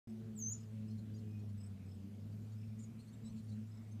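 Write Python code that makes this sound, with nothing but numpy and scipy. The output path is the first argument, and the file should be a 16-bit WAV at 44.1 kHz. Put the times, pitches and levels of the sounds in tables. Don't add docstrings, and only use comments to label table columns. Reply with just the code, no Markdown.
import sys
import numpy as np
from scipy import signal
from scipy.fft import rfft, irfft, next_fast_len
from scipy.io import wavfile
from scipy.ndimage import uniform_filter1d, map_coordinates

SR = 44100
rng = np.random.default_rng(int(sys.argv[2]) if len(sys.argv) > 2 else 0)


def waveform_to_disk(signal):
    frames = np.transpose(np.atleast_2d(signal))
    scaled = np.clip(frames, -1, 1) * 32767
    samples = np.round(scaled).astype(np.int16)
    wavfile.write(sys.argv[1], SR, samples)


N = 176400
T = np.arange(N) / SR


def amp(db):
    return 10 ** (np.asarray(db) / 20)


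def unit(x):
    return x / np.sqrt(np.mean(x ** 2) + 1e-20)


def curves(rows):
    times, *columns = np.transpose(rows)
    return [np.interp(T, times, column) for column in columns]


def during(rows):
    return np.clip(np.minimum(T - rows[0][0], rows[-1][0] - T) * 500, 0, 1)


def wobble(rate_hz, size=N):
    position = np.arange(size) * rate_hz / SR
    knots = np.random.default_rng(rng.integers(2 ** 31)).standard_normal(int(position[-1]) + 4)
    return map_coordinates(knots, [position])


def filtered(x, response):
    size = next_fast_len(N + SR // 2)
    return irfft(rfft(x, size) * response(np.fft.rfftfreq(size, 1 / SR)), size)[:N]


def noise(spectrum, patchy_db):
    bins = signal.stft(rng.standard_normal(N), nperseg=512)[2]
    patches = uniform_filter1d(rng.standard_normal(bins.shape), 7, axis=0)
    patches = uniform_filter1d(patches, 16, axis=1)
    patchy = signal.istft(bins * amp(patchy_db * unit(patches)), nperseg=512)[1][:N]
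    knots_hz, db = np.transpose(spectrum)
    return unit(filtered(patchy, lambda hz: amp(np.interp(np.log(hz + 1), np.log(knots_hz), db))))


def tone(hz, rough=0, rate_hz=1):
    phase = 2 * np.pi * np.cumsum(hz) / SR
    flutter = wobble(rate_hz, len(hz)) * np.sin(phase) + wobble(rate_hz, len(hz)) * np.cos(phase)
    return np.sqrt(2 * (1 - rough)) * np.sin(phase) + np.sqrt(rough) * flutter


def note(length_s):
    progress = np.linspace(0, 1, max(int(length_s * SR), 2))
    return progress, np.sin(np.pi * progress)


def add(out, start_s, x):
    part = out[max(round(start_s * SR), 0):][:len(x)]
    part += x[:len(part)]


def held_notes(rows, rough, rate_hz, swell_power=1):
    out = np.zeros(N)
    for start_s, length_s, hz, db in rows:
        _, swell = note(length_s)
        add(out, start_s, amp(db) * swell ** swell_power * tone(np.full(len(swell), hz), rough, rate_hz))
    return out


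# f/Hz, relative level/dB
RUMBLE_SPECTRUM = [(20, -31), (35, -15.5), (60, -4), (110, 1), (170, 3), (245, -0.5), (300, -12.5),
                   (450, -15.5), (700, -22.5), (1200, -43)]
# t/s, level/dB
RUMBLE_ENVELOPE = [(.1, -55.5), (.55, -59.5), (1, -56.5), (1.7, -58), (2.4, -56.5), (3.05, -60.5),
                   (3.45, -56.5), (3.8, -59)]


def rumble():
    db, = curves(RUMBLE_ENVELOPE)
    return amp(db + .39 * wobble(6)) * noise(RUMBLE_SPECTRUM, patchy_db=2.38)


# f/Hz, relative level/dB
HISS_SPECTRUM = [(300, 6.5), (1000, 3), (2000, 1), (3200, -1.5), (5000, -5), (7500, -7), (10300, -12.5),
                 (12000, -11.5), (15000, -14.5)]


def hiss(level_db=-73):
    return amp(level_db + .16 * wobble(3.302)) * noise(HISS_SPECTRUM, patchy_db=1.8)


# t/s, f/Hz
FIRING_RATE = [(0.08, 110.7), (0.25, 110.9), (0.32, 108.1), (0.85, 108), (1.33, 105.4), (1.85, 96.1),
               (2.03, 96.2), (2.11, 101.7), (2.21, 101), (2.4, 106.1), (2.66, 107.2), (2.95, 110.4),
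               (3.35, 110), (3.42, 107.1), (3.92, 106), (4.0, 103.7)]
# t/s, firing level/dB, octave level/dB
ENGINE_ENVELOPES = [(0.08, -53, -44), (0.26, -49, -51), (0.33, -56, -45), (0.5, -48, -55),
                    (0.69, -51.5, -52), (0.85, -47, -45), (1.3, -48, -54.5), (1.35, -45, -48),
                    (1.98, -51.5, -53), (2.07, -55.5, -49), (2.23, -47.5, -54.5), (2.69, -47.5, -53),
                    (3.06, -56.5, -60), (3.41, -54.5, -45), (3.44, -51.5, -64), (3.51, -41, -51.5),
                    (3.59, -51, -44), (3.7, -48.5, -69), (3.84, -53, -56), (3.89, -50.5, -61),
                    (3.96, -47.5, -47), (4.0, -46, -67)]
# multiple of firing rate, base level/dB
UPPER_ORDERS = [(3, -72.5), (4, -73.5), (5, -83.5), (6, -87)]
# t/s, relative level/dB
UPPER_ENVELOPE = [(.08, 1), (.3, 4), (.55, -2), (.8, 2), (1.05, 0), (1.25, 6.5), (1.7, -7.5), (2.03, 2.5),
                  (2.35, -3.5), (2.8, -3), (3.35, -1), (4, -4)]
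FIRING_TRIM_DB, OCTAVE_TRIM_DB = .02, -2
OCTAVE_PEAK_HZ, OCTAVE_HALF_WIDTH_HZ = 227.2, 23
BOOM_HZ, BOOM_DB = 222, -58
LABOUR_DB_PER_HZ = .87


def engine():
    hz, = curves(FIRING_RATE)
    firing_db, octave_db = curves(ENGINE_ENVELOPES)
    upper_db, = curves(UPPER_ENVELOPE)
    firing = amp(firing_db + FIRING_TRIM_DB) * tone(hz, rough=.05, rate_hz=14)
    resonance = 1 / np.hypot(1, (2 * hz - OCTAVE_PEAK_HZ) / OCTAVE_HALF_WIDTH_HZ)
    octave = amp(octave_db + OCTAVE_TRIM_DB) * resonance * tone(2 * hz, rough=.13, rate_hz=30)
    boom = amp(BOOM_DB) * tone(np.full(N, BOOM_HZ), rough=.99, rate_hz=28)
    out = firing + octave + boom
    labour_db = LABOUR_DB_PER_HZ * (hz.mean() - hz)
    for order, base_db in UPPER_ORDERS:
        db = base_db + upper_db + labour_db * (order == 3)
        out += amp(db) * tone(order * hz, rough=.88, rate_hz=18)
    return out


# t/s, length/s, f/Hz, level/dB
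HUM_NOTES = [(0.021, 0.36, 356.4, -65.5), (0.654, 0.4, 553, -74.5)]


def hums():
    return held_notes(HUM_NOTES, rough=.24, rate_hz=16)


# t/s, length/s, low voice level/dB, high voice level/dB
TRILL_RUNS = [(0.058, 0.072, -74, -78), (.567, .088, -77, -77.5), (0.872, 0.047, -74, -77.5),
              (1.273, .115, -83, -88), (1.568, .118, -73.5, -70.5), (1.849, 0.12, -76, -81),
              (2.545, 0.19, -78, -87), (3.705, 0.096, -73.5, -80)]
TRILL_LOW_HZ, TRILL_HIGH_HZ, TRILL_RISE_HZ_PER_S = 5056, 7900, 1800
TRILL_STEP_S, TRILL_GLIDE_HZ, TRILL_SCATTER_HZ, TRILL_SCATTER_DB = .029, 175, 44.8, 2.9


def trills():
    out = np.zeros(N)
    for start_s, length_s, low_db, high_db in TRILL_RUNS:
        progress, swell = note(length_s)
        t = progress * length_s
        beat = t / TRILL_STEP_S % 1
        pulses = np.sqrt(np.abs(swell)) * np.sin(np.pi * beat) ** 2
        for base_hz, db, direction in (TRILL_LOW_HZ, low_db, 1), (TRILL_HIGH_HZ, high_db, -1):
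            glide_hz = TRILL_RISE_HZ_PER_S * t + direction * TRILL_GLIDE_HZ * (beat - .5)
            hz = base_hz + glide_hz + TRILL_SCATTER_HZ * wobble(35, len(t))
            gain = amp(db + TRILL_SCATTER_DB * wobble(44, len(t)))
            add(out, start_s, gain * pulses * tone(hz, rough=.24, rate_hz=500))
    return out


# t/s, f/Hz
CHIRP_GLIDE = [(.35, 8250), (.366, 7900), (.378, 7400), (.396, 6750), (.416, 6350), (.448, 6150),
               (.478, 6260), (.5, 6610), (.519, 6950), (.531, 7020), (.535, 5750), (.541, 5150)]
# t/s, level/dB
CHIRP_ENVELOPE = [(.348, -83), (.36, -69.5), (.388, -54), (.415, -52), (.43, -43.5), (.455, -46.5),
                  (.47, -41.5), (.512, -50.5), (.527, -40.5), (.534, -50), (.543, -82)]
# t/s, level/dB
CHIRP_OCTAVE_ENVELOPE = [(.35, -90), (.375, -73), (.397, -66), (.43, -95), (.472, -89), (.49, -71),
                         (.514, -74), (.535, -94)]
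QUAVER_HZ, QUAVER_DB, QUAVER_END_S = 85, 4.5, .54


def loud_chirp():
    hz, = curves(CHIRP_GLIDE)
    db, = curves(CHIRP_ENVELOPE)
    octave_db, = curves(CHIRP_OCTAVE_ENVELOPE)
    hz = uniform_filter1d(hz, size=180) + 18 * wobble(350)
    depth_db = np.interp(T, [CHIRP_ENVELOPE[0][0], QUAVER_END_S], [QUAVER_DB, 0])
    quaver_db = depth_db * np.sin(2 * np.pi * QUAVER_HZ * T)
    return during(CHIRP_ENVELOPE) * (amp(db + quaver_db) * tone(hz) + amp(octave_db) * tone(2 * hz))


def scratch(size, centre_hz=6200, gain_db=.5):
    return amp(gain_db) * tone(np.full(size, centre_hz), rough=.96, rate_hz=7200)


# t/s, length/s, start f/Hz, end f/Hz, level/dB, second voice ratio, its gain/dB, hoarseness 0-1
PEEP_NOTES = [(0.895, 0.037, 4180, 4350, -76, 1.4, -8, 0.4), (0.976, 0.028, 4090, 4250, -74, 1.65, -7, 0.3),
              (1.136, 0.029, 4714, 4910, -70.5, 1.2, -10, 0), (1.15, 0.031, 6630, 6650, -76, 1.2, -20, .05),
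              (1.175, .028, 5400, 5100, -79, 0.82, 2, .7), (1.387, .025, 4200, 4350, -79.5, 1.62, -1, .3),
              (1.487, 0.021, 4280, 4400, -77, 1.6, -4, 0.2), (2.313, 0.025, 4800, 4600, -82, 1.2, -2, .6),
              (2.51, .035, 4310, 4596, -80, 1.53, 2, .5),
              (2.986, 0.036, 3949, 4540, -70.5, 2.06, -6.5, .25),
              (3.068, .036, 4060, 4600, -75.5, 2, -1, 0.5), (3.125, .032, 3600, 3820, -76.5, 2, 2, .3),
              (3.237, 0.06, 3864, 4035, -71, 2, 2.5, 0.15), (3.25, 0.037, 5260, 5300, -75, 1.26, -11, .05),
              (3.287, 0.027, 4170, 4310, -76.5, 1.42, 2, 0.2),
              (3.352, 0.064, 4400, 4160, -76, 1.72, -5, 0.9), (3.477, .04, 4390, 4588, -75, 1.61, -6, 0.61),
              (3.508, .036, 3740, 4400, -73, 2.1, -14, .3),
              (3.909, 0.027, 6220, 6400, -72.5, 1.65, -12, 0.2)]
RASP_RATE_HZ = 760


def peeps():
    out = np.zeros(N)
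    for start_s, length_s, start_hz, end_hz, db, ratio, second_db, hoarse in PEEP_NOTES:
        progress, swell = note(length_s)
        hz = start_hz + (end_hz - start_hz) * progress
        first, second = [tone(k * hz, rough=.6 * hoarse, rate_hz=k * RASP_RATE_HZ) for k in (1, ratio)]
        call = first + amp(second_db) * second + np.sqrt(hoarse) * scratch(len(hz))
        add(out, start_s, amp(db) * swell * call)
    return out


def far_whistle(start_s=1.215, length_s=.28, hz=2494, db=-75.5):
    return held_notes([(start_s, length_s, hz, db)], rough=.2, rate_hz=90, swell_power=2)


# t/s, length/s, f/Hz, level/dB
FAR_CALL_NOTES = [(1.76, 0.16, 2380, -80), (2.6, 0.066, 2570, -80.5), (2.68, 0.082, 2244, -80),
                  (2.8, 0.16, 2320, -82.5), (3.68, .26, 2037, -80.5)]


def far_calls():
    return held_notes(FAR_CALL_NOTES, rough=1, rate_hz=520.8)


# t/s, f/Hz, level/dB
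ARCH_CONTOUR = [(2.783, 6300, -87), (2.793, 6694, -68), (2.803, 7310, -69.5), (2.82, 7200, -75),
                (2.842, 6800, -63), (2.853, 6560, -82)]


def arched_chirp(high_ratio=1.192, high_gain_db=-9):
    hz, db = curves(ARCH_CONTOUR)
    low, high = [tone(k * hz, rough=.34, rate_hz=RASP_RATE_HZ) for k in (1, high_ratio)]
    envelope = during(ARCH_CONTOUR) * amp(db + 2 * wobble(120))
    return envelope * (low + amp(high_gain_db) * high + .25 * scratch(N))


def chatter(from_s=2.99, to_s=3.95, count=40, centre_hz=7740, mean_db=-83):
    out = np.zeros(N)
    progress, swell = note(length_s=.025)
    scatter = rng.standard_normal((count, 4))
    for start_s, (late, pitch, glide, strength) in zip(np.linspace(from_s, to_s, count), scatter):
        hz = centre_hz * np.exp(.077 * pitch + .04 * glide * progress)
        voice = tone(hz, rough=.68, rate_hz=RASP_RATE_HZ)
        add(out, start_s + .017 * late, amp(mean_db + 2 * strength) * swell * voice)
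    return out


# delay t/s, relative level/dB
ECHOES = [(.0047, -14), (.0098, -10), (0.015, -39), (.024, -15), (.043, -25)]


def garden(x, wet_db, t60_s=.25, build_s=.0035):
    t = T[:SR // 2]
    tail = rng.standard_normal(len(t)) * amp(-60 * t / t60_s) * (1 - np.exp(-t / build_s))
    response = amp(wet_db) * tail / np.linalg.norm(tail)
    response[0] = 1
    for delay_s, db in ECHOES:
        add(response, delay_s, amp([db]))
    return signal.fftconvolve(x, response)[:N]


def scene():
    faint_birds = peeps() + arched_chirp() + trills() + chatter() + far_whistle() + far_calls()
    birds = garden(loud_chirp(), wet_db=-10) + garden(faint_birds, wet_db=-17)
    return (birds + engine() + rumble() + hums() + hiss())[None]


ONSET_S, FADE_IN_S, CUTOFF_HZ = .072, .002, 15300


def record(dry):
    fade_in = np.clip((T - ONSET_S) / FADE_IN_S, 0, 1)
    return filtered(dry[0] * fade_in, lambda hz: hz < CUTOFF_HZ)[None]


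dry = scene()
out = record(dry)
waveform_to_disk(out)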